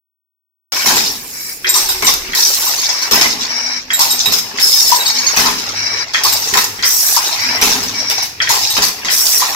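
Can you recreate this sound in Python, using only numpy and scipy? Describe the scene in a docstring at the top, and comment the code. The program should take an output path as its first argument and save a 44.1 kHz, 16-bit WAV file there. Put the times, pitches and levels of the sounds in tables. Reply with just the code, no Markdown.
"""Wire mesh loom in a workshop, from close by, on two microphones a hand apart that overload softly near full scale.
After 0.72 s of silence, far machinery, low hums and a deep wind rumble (shaped noise) lie under a carriage whining on
its rails (narrow noise bands). Every 2.25 s the reed slams and bounces, rods and clamps land, cylinders vent and the
shear closes (showers of tiny contacts through resonances); then the feeder pushes a weft wire that rattles and sings
in its tube. Loose bars and the feeder pawl ping (decaying sines), the base thuds, and the hall answers every blow."""
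import sys
import numpy as np
from scipy import signal
from scipy.fft import rfft, irfft, next_fast_len
from scipy.io import wavfile
from scipy.ndimage import uniform_filter1d, map_coordinates

SR = 44100
rng = np.random.default_rng(int(sys.argv[2]) if len(sys.argv) > 2 else 0)


def waveform_to_disk(signal):
    """Save audio, clipped to [-1, 1], as 16-bit WAV at the path in sys.argv[1]."""
    frames = np.transpose(np.atleast_2d(signal))
    scaled = np.clip(frames, -1, 1) * 32767
    samples = np.round(scaled).astype(np.int16)
    wavfile.write(sys.argv[1], SR, samples)


N = 421155

# Every level_db is relative: the gain of its layer comes on top.
# place: far machinery of the shop, power density: pitch_hz [Hz], level_db [dB per Hz]
SHOP_SPECTRUM = [(12, -45), (20, -6), (406, -5.5), (567, -10.5), (911, -29), (2480, -4), (3100, -17),
                 (5570, 0.5), (8950, -63), (13200, -16), (15600, -36)]
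# low hums and a deep wind rumble that come and go:
# start_s [s], end_s [s], pitch_hz [Hz], width_hz [Hz], level_db [dB]
HUM_AND_RUMBLE_SPANS = [(1.61, 2.6, 373.8, 6.6, -38.5), (1.8, 2.356, 36, 45, -39.5),
                        (3.193, 6.016, 247, 6.7, -45), (3.95, 4.6, 99.4, 8.8, -51),
                        (5.2, 6.9, 103.4, 11, -45.5), (7.343, 8.928, 106, 23, -43),
                        (7.393, 8.108, 249.6, 59, -38)]
# decay of the hall: pitch_hz [Hz], t60_s [s]
HALL_DECAY = [(100, 1), (1000, 0.38), (5000, 0.5), (14000, 0.4)]
# likeness of the two microphones: pitch_hz [Hz], likeness [0 to 1]
MIC_LIKENESS = [(60, 0.96), (300, 0.89), (700, 0.7), (1400, 0.06), (5000, 0.1), (15000, 0.098)]
# runs of the carriage along its rails: start_s [s], end_s [s], lower_db [dB], upper_db [dB]
CARRIAGE_RUNS = [(0.704, 0.883, -23.5, -23), (1.322, 1.55, -31.5, -32), (2.8, 3.1, -24.5, -22),
                 (3.48, 3.812, -22.5, -19.5), (5.055, 5.375, -24.5, -21), (5.736, 6.057, -20.5, -20),
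                 (7.376, 7.588, -19, -20), (7.93, 8.262, -24, -20.5)]
# lower tones of the rails: pitch_hz [Hz], width_hz [Hz], level_db [dB]
RAIL_LOWER = [(1750, 500, -16), (2280, 45, -4), (3990, 90, -10), (4930, 40, 0)]
# upper tones of the rails: pitch_hz [Hz], width_hz [Hz], level_db [dB]
RAIL_UPPER = [(5550, 70, 0), (5900, 60, -8)]
# one loom cycle, common to all: into_s [s into the cycle], wire_db [dB], air_db [dB], frame_db [dB]
LOOM_CYCLE = [(.125, -18.5, -29, -28), (.22, -17, -26.5, -30), (.49, -23, -33.5, -30.5),
              (.53, -37, -38, -37), (.665, -32, -43, -30.5), (.765, -18, -32.5, -33.5),
              (1.085, -16.5, -22, -25), (1.255, -20, -28, -27), (1.44, -21, -27, -22.5),
              (1.625, -22, -34.5, -31), (1.805, -21.5, -37.5, -28.5), (1.95, -31.5, -45, -32.5),
              (2.13, -30.5, -55, -34.5), (2.185, -34.5, -55, -42), (2.22, -41, -55, -42.5)]
# how each cycle's wire, air and frame levels rise and fall against the common cycle:
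# time_s [s], wire_db [dB], air_db [dB], frame_db [dB]
CYCLE_VARIATION = [(.73, 3, 4.5, 0), (1.05, 4.5, 13, -1), (1.2, -9.5, 9.5, -10), (1.52, -13, 32, -7.5),
                   (1.75, -3, 2.5, 1.5), (2.398, 5.5, 8.5, 2), (3.1, -3, -3.5, -4), (3.6, 3, 1, 3),
                   (4.298, 2, 0.5, 1.5), (5, 2.5, 1, .5), (5.552, 0, 0.5, -2), (6.052, 6, -3, 8),
                   (6.599, -1.5, 7.5, -1.5), (7.5, 1.5, -1.5, 2.5), (8.05, -1, 1.5, -1),
                   (8.3, -13, 0, -1.5), (8.6, 2, 3, 3), (9.498, 0, 0, 1.5)]
# resonances of the reed: pitch_hz [Hz], width_hz [Hz], level_db [dB]
REED_MODES = [(3673, 670, -9), (4525, 710, -5.5), (5220, 510, -0.5), (5960, 1100, -5), (7170, 1670, -14.5)]
# resonances of the frame: pitch_hz [Hz], width_hz [Hz], level_db [dB]
FRAME_MODES = [(372, 237, -14), (893, 318, -0.5), (1337, 1020, -1), (1930, 1097, 0), (2816, 930, -4.5)]
# hiss of the vents, also the treble of a blow: pitch_hz [Hz], level_db [dB per Hz]
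AIR_SPECTRUM = [(3820, -35), (6500, -3.5), (8310, -5.5), (8880, -11.5), (9660, -5), (10600, -8),
                (12200, -4.5), (13000, -1.5), (15100, -6.5), (15600, -12)]
# weft pushed through its singing tube as air vents:
# start_s [s], end_s [s], pitch_hz [Hz], width_hz [Hz], song_db [dB], vent_db [dB]
WEFT_FEEDS = [(2.376, 2.687, 5460, 400, -25, -22), (4.607, 4.923, 5220, 258, -13, -16.5),
              (6.84, 7.174, 5640, 613, -15.5, -14.5), (9.106, 9.425, 5530, 614, -16.5, -15)]
# strokes on the guide bar: start_s [s], level_db [dB], lowest_mode_db [dB]
GUIDE_BAR_HITS = [(0.957, -13, -26), (1.6903, -8.5, -23), (1.76, -12, -38), (1.8868, -10.5, -22),
                  (2.044, -11, -24), (2.6758, -19, -28), (3.9322, -11.5, -12.5), (4.0053, -14, -17),
                  (4.106, -10.5, -16), (4.2563, -12.5, -12), (4.952, -14, -31), (4.9988, -18, -11),
                  (5.0633, -14.5, -14.5), (6.2791, -24, -38), (6.323, -15, -32), (6.57, -31, -19),
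                  (7.2714, -23, -20.5), (8.7, -18, -17)]
# modes of the guide bar: pitch_hz [Hz], level_db [dB], t60_s [s]
GUIDE_BAR_MODES = [(3850, 0, .09), (7290, -5, .08), (8330, -3, .09), (11590, -14, .08), (13320, 0, .09),
                   (14670, -14, .06)]
# clicks of the feeder pawl: start_s [s], level_db [dB]
PAWL_CLICKS = [(2.785, -15.5), (2.8155, -20), (2.857, -18), (2.9194, -31), (3.0206, -20), (5.0579, -14),
               (5.1033, -15), (5.1843, -14), (5.2654, -10)]
# modes of the pawl: pitch_hz [Hz], level_db [dB], t60_s [s]
PAWL_MODES = [(4460, 1.5, 0.036), (6540, -2, 0.063)]
# thuds of the base in every cycle: into_s [s into the cycle], level_db [dB], t60_s [s]
BASE_THUDS = [(.378, -23.5, .36), (.64, -28.5, .19), (1.472, -21, 1)]
# resonances of the base: pitch_hz [Hz], width_hz [Hz], level_db [dB]
BASE_MODES = [(38.2, 10, -6), (101, 6.5, 1), (130, 46, -6.5), (225, 96, -2), (278, 44, 1), (419, 19, 2.5)]
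# knocks on the hollow beam: start_s [s], level_db [dB]
BEAM_KNOCKS = [(1.756, -18.5), (2.663, -21.5), (4.003, -14), (4.92, -14), (6.248, -13.5), (7.167, -16),
               (8.501, -11.5), (8.837, -32), (9.416, -16.5)]
# modes of the hollow beam: pitch_hz [Hz], level_db [dB], t60_s [s]
BEAM_MODES = [(862, -8, 1), (986, 4, 0.076), (1136, 1, 0.12)]
# cylinder rods hitting their stops: start_s [s], level_db [dB]
ROD_STOPS = [(1.6443, -8.5), (2.3328, -14), (3.903, -10.5), (4.5843, -14), (6.1445, -5), (6.791, -20),
             (6.8313, -10), (8.4018, -7), (8.4715, -12), (9.0837, -11)]
# resonances of the stop: pitch_hz [Hz], width_hz [Hz], level_db [dB]
STOP_MODES = [(1415, 250, -2.5), (1970, 260, 4.5), (2520, 250, -2.5), (3250, 65, 4)]
# blows of steel on steel, by kind:
# (frame_db [dB over the blow], treble_db [dB over the blow], t60_s [s]), rows of start_s [s], level_db [dB]
STEEL_BLOWS = { "reed slams": ((-12.5, -14, 0.5), [(.859, 0.5), (3.1108, 1), (5.3632, 0.5), (7.614, 1)]),
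               "reed bounces": ((-14.5, -26.5, 0.17), [(.9674, -3), (3.2116, 4), (5.459, -2.5),
               (7.7151, -4.5)]), "rod lands": ((-17.5, -29.5, 0.26), [(1.6682, -3), (3.906, -11),
               (4.573, -7), (6.135, -2), (6.165, -22), (6.8249, -2.5), (8.417, -4.5), (9.047, -3)]),
               "clamp shuts": ((-21, -12, 0.36), [(1.74, 0), (2.3495, -2), (2.381, -23), (3.9915, 0.5),
               (4.5986, -6.5), (6.2357, 0.5), (8.4912, 1), (9.1, -5.5)]),
               "shear closes": ((-9, -13.5, 0.16), [(2.0228, -4), (4.2583, -6), (6.5374, -0.5),
               (8.767, -2.5)]), "wire snaps": ((-19, -14.5, 0.19), [(2.0682, 5), (4.322, 3.5), (6.572, 2),
               (8.821, 1), (8.836, -7.5)]), "shear returns": ((-23, -13.5, 0.038), [(2.138, 2), (4.385, 1),
               (6.6424, 1.5), (8.884, -3.5)]), "feeder stops": ((-23.5, -13.5, 0.11), [(2.6663, -5),
               (4.9154, 2.5), (7.1635, 3), (9.4146, -0.5)]), "dull clank": ((-21, -32, 0.17),
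               [(.7217, -10.5), (1.8901, -7), (2.8896, 0.5), (6.4736, -1.5), (7.4, -16), (7.945, -16),
               (7.998, -16), (8.071, -12), (8.18, -3.5)]), "bright clank": ((-15.5, -14.5, 0.17),
               [(.7592, -9), (3.0177, -9.5), (7.83, -9), (8.098, -1.5), (8.2252, -7), (8.7016, -10.5)])}

START_S, TOP_HZ = .7205, 15784  # end of the silent lead-in, upper band limit
CYCLE_S, FIRST_S = 2.2517, 1.645  # length of a loom cycle, start of one of them
SHOP_DB = -35.5
STOP_T60_S = 0.2
CLACK_DB = -8  # free ring of the stop at first contact
THUD_GAIN_DB = 0.4  # the thuds grow by this much a cycle
CRACK, CRACK_T60_S = 0.95, 0.017  # size of a blow's crack beside its shower, and its decay
LOOM_LEFT_DB, RAILS_LEFT_DB = .3, 1.5  # gain of the left microphone, taken from the right one


def amp(db):
    """Decibels to an amplitude factor."""
    return 10 ** (np.asarray(db) / 20)


def unit(x):
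    """Scaled to an RMS of one."""
    return x / np.sqrt(np.mean(x ** 2) + 1e-20)


def along(points, hz):
    """Reads (Hz, value) points on a log frequency axis."""
    f, v = np.transpose(points)
    return np.interp(np.log(hz + 1), np.log(f + 1), v)


def curves(rows):
    """One value per sample for each column after the time."""
    s, *cols = np.transpose(rows)
    return [np.interp(np.arange(N) / SR, s, c) for c in cols]


def wobble(rate):
    """A smooth random curve with rate knots a second."""
    knots = rng.standard_normal(int(N * rate / SR) + 4)
    return map_coordinates(knots, [np.arange(N) * rate / SR])


def span(start, end, fade):
    """1 between two times, with soft edges inside them."""
    t = np.arange(N) / SR
    return np.clip(np.minimum(t - start, end - t) / fade, 0, 1)


def filtered(x, response):
    """x shaped by a complex response of frequency."""
    m = next_fast_len(N + SR // 2)
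    return irfft(rfft(x, m) * response(np.fft.rfftfreq(m, 1 / SR)), m)[..., :N]


def resonances(modes):
    """Causal response of damped resonances, summed with alternating sign."""
    def response(f):
        total = 0
        for k, (c, w, db) in enumerate(modes):
            total = total + (-1) ** k * amp(db) * 1j * f * w / (c * c - f * f + 1j * f * w)
        return total
    return response


def alike(mid, side):
    """Close microphones: left and right share the bass and differ in the treble."""
    def mid_and_side(hz):
        turn = np.arccos(np.clip(along(MIC_LIKENESS, hz), -1, 1)) / 2
        return np.array([np.cos(turn), np.sin(turn)])
    mid, side = filtered(np.array([mid, side]), mid_and_side)
    return np.array([mid + side, mid - side])


def contacts(rate, spread_db, ring_db):
    """Tiny uneven contacts, rate a second; narrow bands flare briefly at random, as each part rings."""
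    size = amp(spread_db * np.minimum(rng.exponential(size=N), 3))
    size = size * (rng.random(N) < rate / SR)
    size = signal.lfilter([1], [1, -.9], size)  # each contact dies within a millisecond or so
    z = signal.stft(alike(*size * rng.standard_normal((2, N))), nperseg=512)[2]
    ringing = uniform_filter1d(rng.standard_normal(z.shape[1:]), size=2, axis=0)  # neighbouring pitches
    ringing = uniform_filter1d(ringing, size=5, axis=1)  # and moments flare together
    return unit(signal.istft(z * amp(ring_db * unit(ringing)), nperseg=512)[1][:, :N])


def far_machinery(noise):
    """Steady distant machinery: noise with the spectrum of the shop."""
    return amp(SHOP_DB) * unit(filtered(noise, lambda hz: amp(along(SHOP_SPECTRUM, hz))))


def hums_and_wind_rumble(noise):
    """Low wavering hums and a deep wind rumble: noise passed twice through one resonance each."""
    noise = noise * amp(0.67 * wobble(4.1))
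    out = np.zeros((2, N))
    for start, end, hz, width_hz, db in HUM_AND_RUMBLE_SPANS:
        mode = resonances([(hz, width_hz, 0)])
        band = filtered(noise, lambda f: mode(f) ** 2)
        out += amp(db) * span(start, end, fade=0.061) * unit(band)
    return out


def workshop():
    """The place behind the loom: far machinery, hums and wind rumble."""
    noise = alike(*rng.standard_normal((2, N)))
    return far_machinery(noise) + hums_and_wind_rumble(noise[:, ::-1])  # reversed, so they do not move together


def hall(x):
    """Convolves with a noise tail whose pitches die at their own speeds; its bass is alike in both microphones."""
    noise = alike(*rng.standard_normal((2, N)))[:, :SR]
    hz, t, z = signal.stft(noise, SR, nperseg=256)
    decay = amp(-60 * t / along(HALL_DECAY, hz)[:, None])
    tail = signal.istft(z * decay, SR, nperseg=256)[1]
    return signal.fftconvolve(x, tail / np.linalg.norm(tail[0]), axes=1)[:, :N]


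def carriage():
    """Bearings stick and slip on the rails: uneven noise rubs narrow rail tones for each short run."""
    rub = alike(*rng.standard_normal((2, N)))
    lower = unit(amp(1.03 * wobble(35)) * filtered(rub, resonances(RAIL_LOWER)))
    upper = unit(amp(1.03 * wobble(35)) * filtered(rub, resonances(RAIL_UPPER)))
    out = np.zeros((2, N))
    for start, end, lower_db, upper_db in CARRIAGE_RUNS:
        out += span(start, end, fade=0.028) * (amp(lower_db) * lower + amp(upper_db) * upper)
    return out


def work():
    """Levels of wires, air and frame: the common cycle, and how each cycle rises and falls against it."""
    into, *levels = np.transpose(LOOM_CYCLE)
    t = np.arange(N) / SR - FIRST_S
    variations = curves(CYCLE_VARIATION)
    return [np.interp(t, into, db, period=CYCLE_S) + over_db for db, over_db in zip(levels, variations)]


def vents(rattle):
    """Escaping air: dense tiny bursts with a hiss spectrum; the blast also sets the guide bar singing."""
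    jets = unit(filtered(contacts(9800, spread_db=3.0, ring_db=4.5), lambda hz: amp(along(AIR_SPECTRUM, hz))))
    bar = resonances([(hz, 70, db) for hz, db, _ in GUIDE_BAR_MODES[1:]])
    jets += amp(-15.0) * unit(filtered(rattle, bar))
    return jets * amp([[-1.5], [1.5]])  # the vents sit to the right


def feeding(rattle, jets):
    """The weft scrapes through its guide tube, whose resonance sings, while the cylinder vents."""
    judder = amp(0.26 * wobble(120))  # the crimps of the wire catch
    out = np.zeros((2, N))
    for start, end, hz, width_hz, song_db, vent_db in WEFT_FEEDS:
        tube = resonances([(hz, width_hz, 0)])
        song = amp(song_db) * judder * unit(filtered(rattle, lambda f: tube(f) ** 2))
        out += span(start, end, fade=0.022) * (song + amp(vent_db) * jets)
    return out


def weaving():
    """Wires rattle in the reed, cylinders vent, the frame shakes along and the weft is fed."""
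    wire_db, air_db, frame_db = work()
    rattle, chatter = contacts(4000, spread_db=2.3, ring_db=4.5), wobble(30)
    jets = vents(rattle)
    wires = amp(wire_db - 1.65 + 2.8 * chatter) * unit(filtered(rattle, resonances(REED_MODES)))
    air = amp(air_db - 2.5 + 0.53 * chatter) * jets
    # reversed contacts, so that the frame does not copy the wires
    frame = amp(frame_db + 1.04) * unit(filtered(rattle[:, ::-1], resonances(FRAME_MODES)))
    return wires + air + frame + feeding(rattle, jets)


def rings(hits, modes, gain_db, held, rough):
    """Struck steel: modes waver and hold for held s, then die; level and phase differ at each microphone."""
    out, t = np.zeros((2, N + SR)), np.arange(SR // 3) / SR
    attack = 1 - np.exp(-t / 0.00079)
    for s, db, *lowest_db in hits:
        for k, (hz, mode_db, t60) in enumerate(modes):
            draw = rng.standard_normal(40)
            base_db = lowest_db[0] + 1.0 if k == 0 and lowest_db else db
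            waver = rough * np.interp(t, np.linspace(0, .2, 36), draw[4:])
            fade_db = -60 * np.maximum(t - held, 0) / t60
            uneven_db = 4.1 * draw[:2, None] + 0.83 * waver
            size = amp(base_db + gain_db + mode_db + uneven_db + fade_db) * attack
            offset = np.array([[0], [draw[3] * min(hz / 1500, 1)]])  # right microphone, up to full from 1500 Hz
            phase = 2 * np.pi * hz * (1 + 0.0044 * draw[2]) * t + waver + offset
            out[:, round(s * SR):round(s * SR) + len(t)] += size * np.sin(phase)
    return out[:, :N]


def knocks(hits, modes, gain_db, rise, click):
    """A heavy blow shakes a damped part: a click, then a noise rumble in its resonances."""
    level, t = np.zeros(N + SR), np.arange(SR) / SR
    for s, db, t60 in hits:
        shape = np.minimum(t / rise, 1) * (amp(-60 * t / t60) + click * amp(-60 * t / 0.0054))
        level[round(s * SR):round(s * SR) + SR] += amp(db + gain_db) * shape
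    return level[:N] * unit(filtered(alike(*rng.standard_normal((2, N))), resonances(modes)))


def loose_steel():
    """The struck guide bar and the clicking feeder pawl ring in their modes."""
    bar = rings(GUIDE_BAR_HITS, GUIDE_BAR_MODES, gain_db=-2.0, held=0.016, rough=1.0)
    return bar + rings(PAWL_CLICKS, PAWL_MODES, gain_db=1.5, held=0.011, rough=0.16)


def base_thuds():
    """The heavy base rumbles at fixed points of every cycle, a little louder each time."""
    thuds = []
    for k in range(-1, 4):
        for into, db, t60 in BASE_THUDS:
            s = FIRST_S + k * CYCLE_S + into
            if START_S < s < N / SR:
                thuds.append((s, db + THUD_GAIN_DB * (k - 1), t60))
    return knocks(thuds, BASE_MODES, gain_db=-4, rise=0.0014, click=.1)


def hollow_beam():
    """The knocked beam rings in a few rough, wavering modes."""
    return rings(BEAM_KNOCKS, BEAM_MODES, gain_db=-5.0, held=0.0097, rough=2.04)


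def rod_stops():
    """A cylinder's rod hits its stop: a free clack and a damped rumble in the same resonances."""
    clack = [(hz, db, np.log(1000) / (np.pi * width_hz)) for hz, width_hz, db in STOP_MODES]  # width to t60
    stops = [(s, db, STOP_T60_S) for s, db in ROD_STOPS]
    ring = rings(ROD_STOPS, clack, gain_db=CLACK_DB, held=0.0018, rough=0.17)
    return ring + knocks(stops, STOP_MODES, gain_db=-3.5, rise=0.0024, click=0.45)


def blows():
    """Steel on steel: each blow is a crack and a dying shower of contacts through reed, frame and treble."""
    t = np.arange(SR // 2) / SR
    drive = np.zeros((3, N + SR))  # reed, frame, treble
    for (frame_db, treble_db, t60), hits in STEEL_BLOWS.values():
        t60s = np.clip([[t60], [1.205 * t60], [1.21 * t60]], .02, 1)
        shower = amp(-60 * t / t60s) * (1 - np.exp(-t / 0.0061))
        shower += CRACK * amp(-60 * t / CRACK_T60_S)
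        for s, db in hits:
            layer_db = db + np.array([[-8.5], [frame_db], [treble_db]])
            drive[:, round(s * SR):round(s * SR) + len(t)] += amp(layer_db) * shower
    shake = contacts(4000, spread_db=-3.0, ring_db=5.5)
    colours = resonances(REED_MODES), resonances(FRAME_MODES), lambda hz: amp(along(AIR_SPECTRUM, hz))
    hz = np.fft.rfftfreq(4096, 1 / SR)
    out = np.zeros((2, N))
    for k, (level, colour) in enumerate(zip(drive[:, :N], colours)):
        loudness = np.sqrt(np.mean(np.abs(colour(hz)) ** 2))
        own_shake = np.roll(shake, SR * k, axis=1)  # a second apart, so the layers differ
        out += filtered(level * own_shake, colour) / loudness
    return out


def microphone_spacing(x):
    """Treble reaches the left microphone first, by up to 0.26 ms."""
    def shift(hz):
        lag_s = 0.000262 * hz ** 2 / (hz ** 2 + 900 ** 2)
        return np.exp(1j * np.pi * hz * lag_s * np.array([[1], [-1]]))  # half the lag each way
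    return filtered(x, shift)


def scene():
    """The loom with its echoes, in front of the workshop, at two spaced microphones."""
    rails = carriage() * amp([[RAILS_LEFT_DB], [-RAILS_LEFT_DB]])
    small = loose_steel()
    heavy = base_thuds() + hollow_beam() + rod_stops() + blows()
    echoes = hall(amp(-5) * heavy + amp(-5.0) * small)
    loom = rails + weaving() + small + heavy + echoes
    loom = loom * amp([[LOOM_LEFT_DB], [-LOOM_LEFT_DB]])
    return microphone_spacing(workshop() + loom)


def record(dry):
    """Silent lead-in, soft overload near full scale, band limit."""
    x = dry * (np.arange(N) >= START_S * SR)
    x = x / (1 + np.abs(x / .97) ** 6) ** (1 / 6)
    return filtered(x, lambda hz: hz < TOP_HZ)


dry = scene()
out = record(dry)
waveform_to_disk(out)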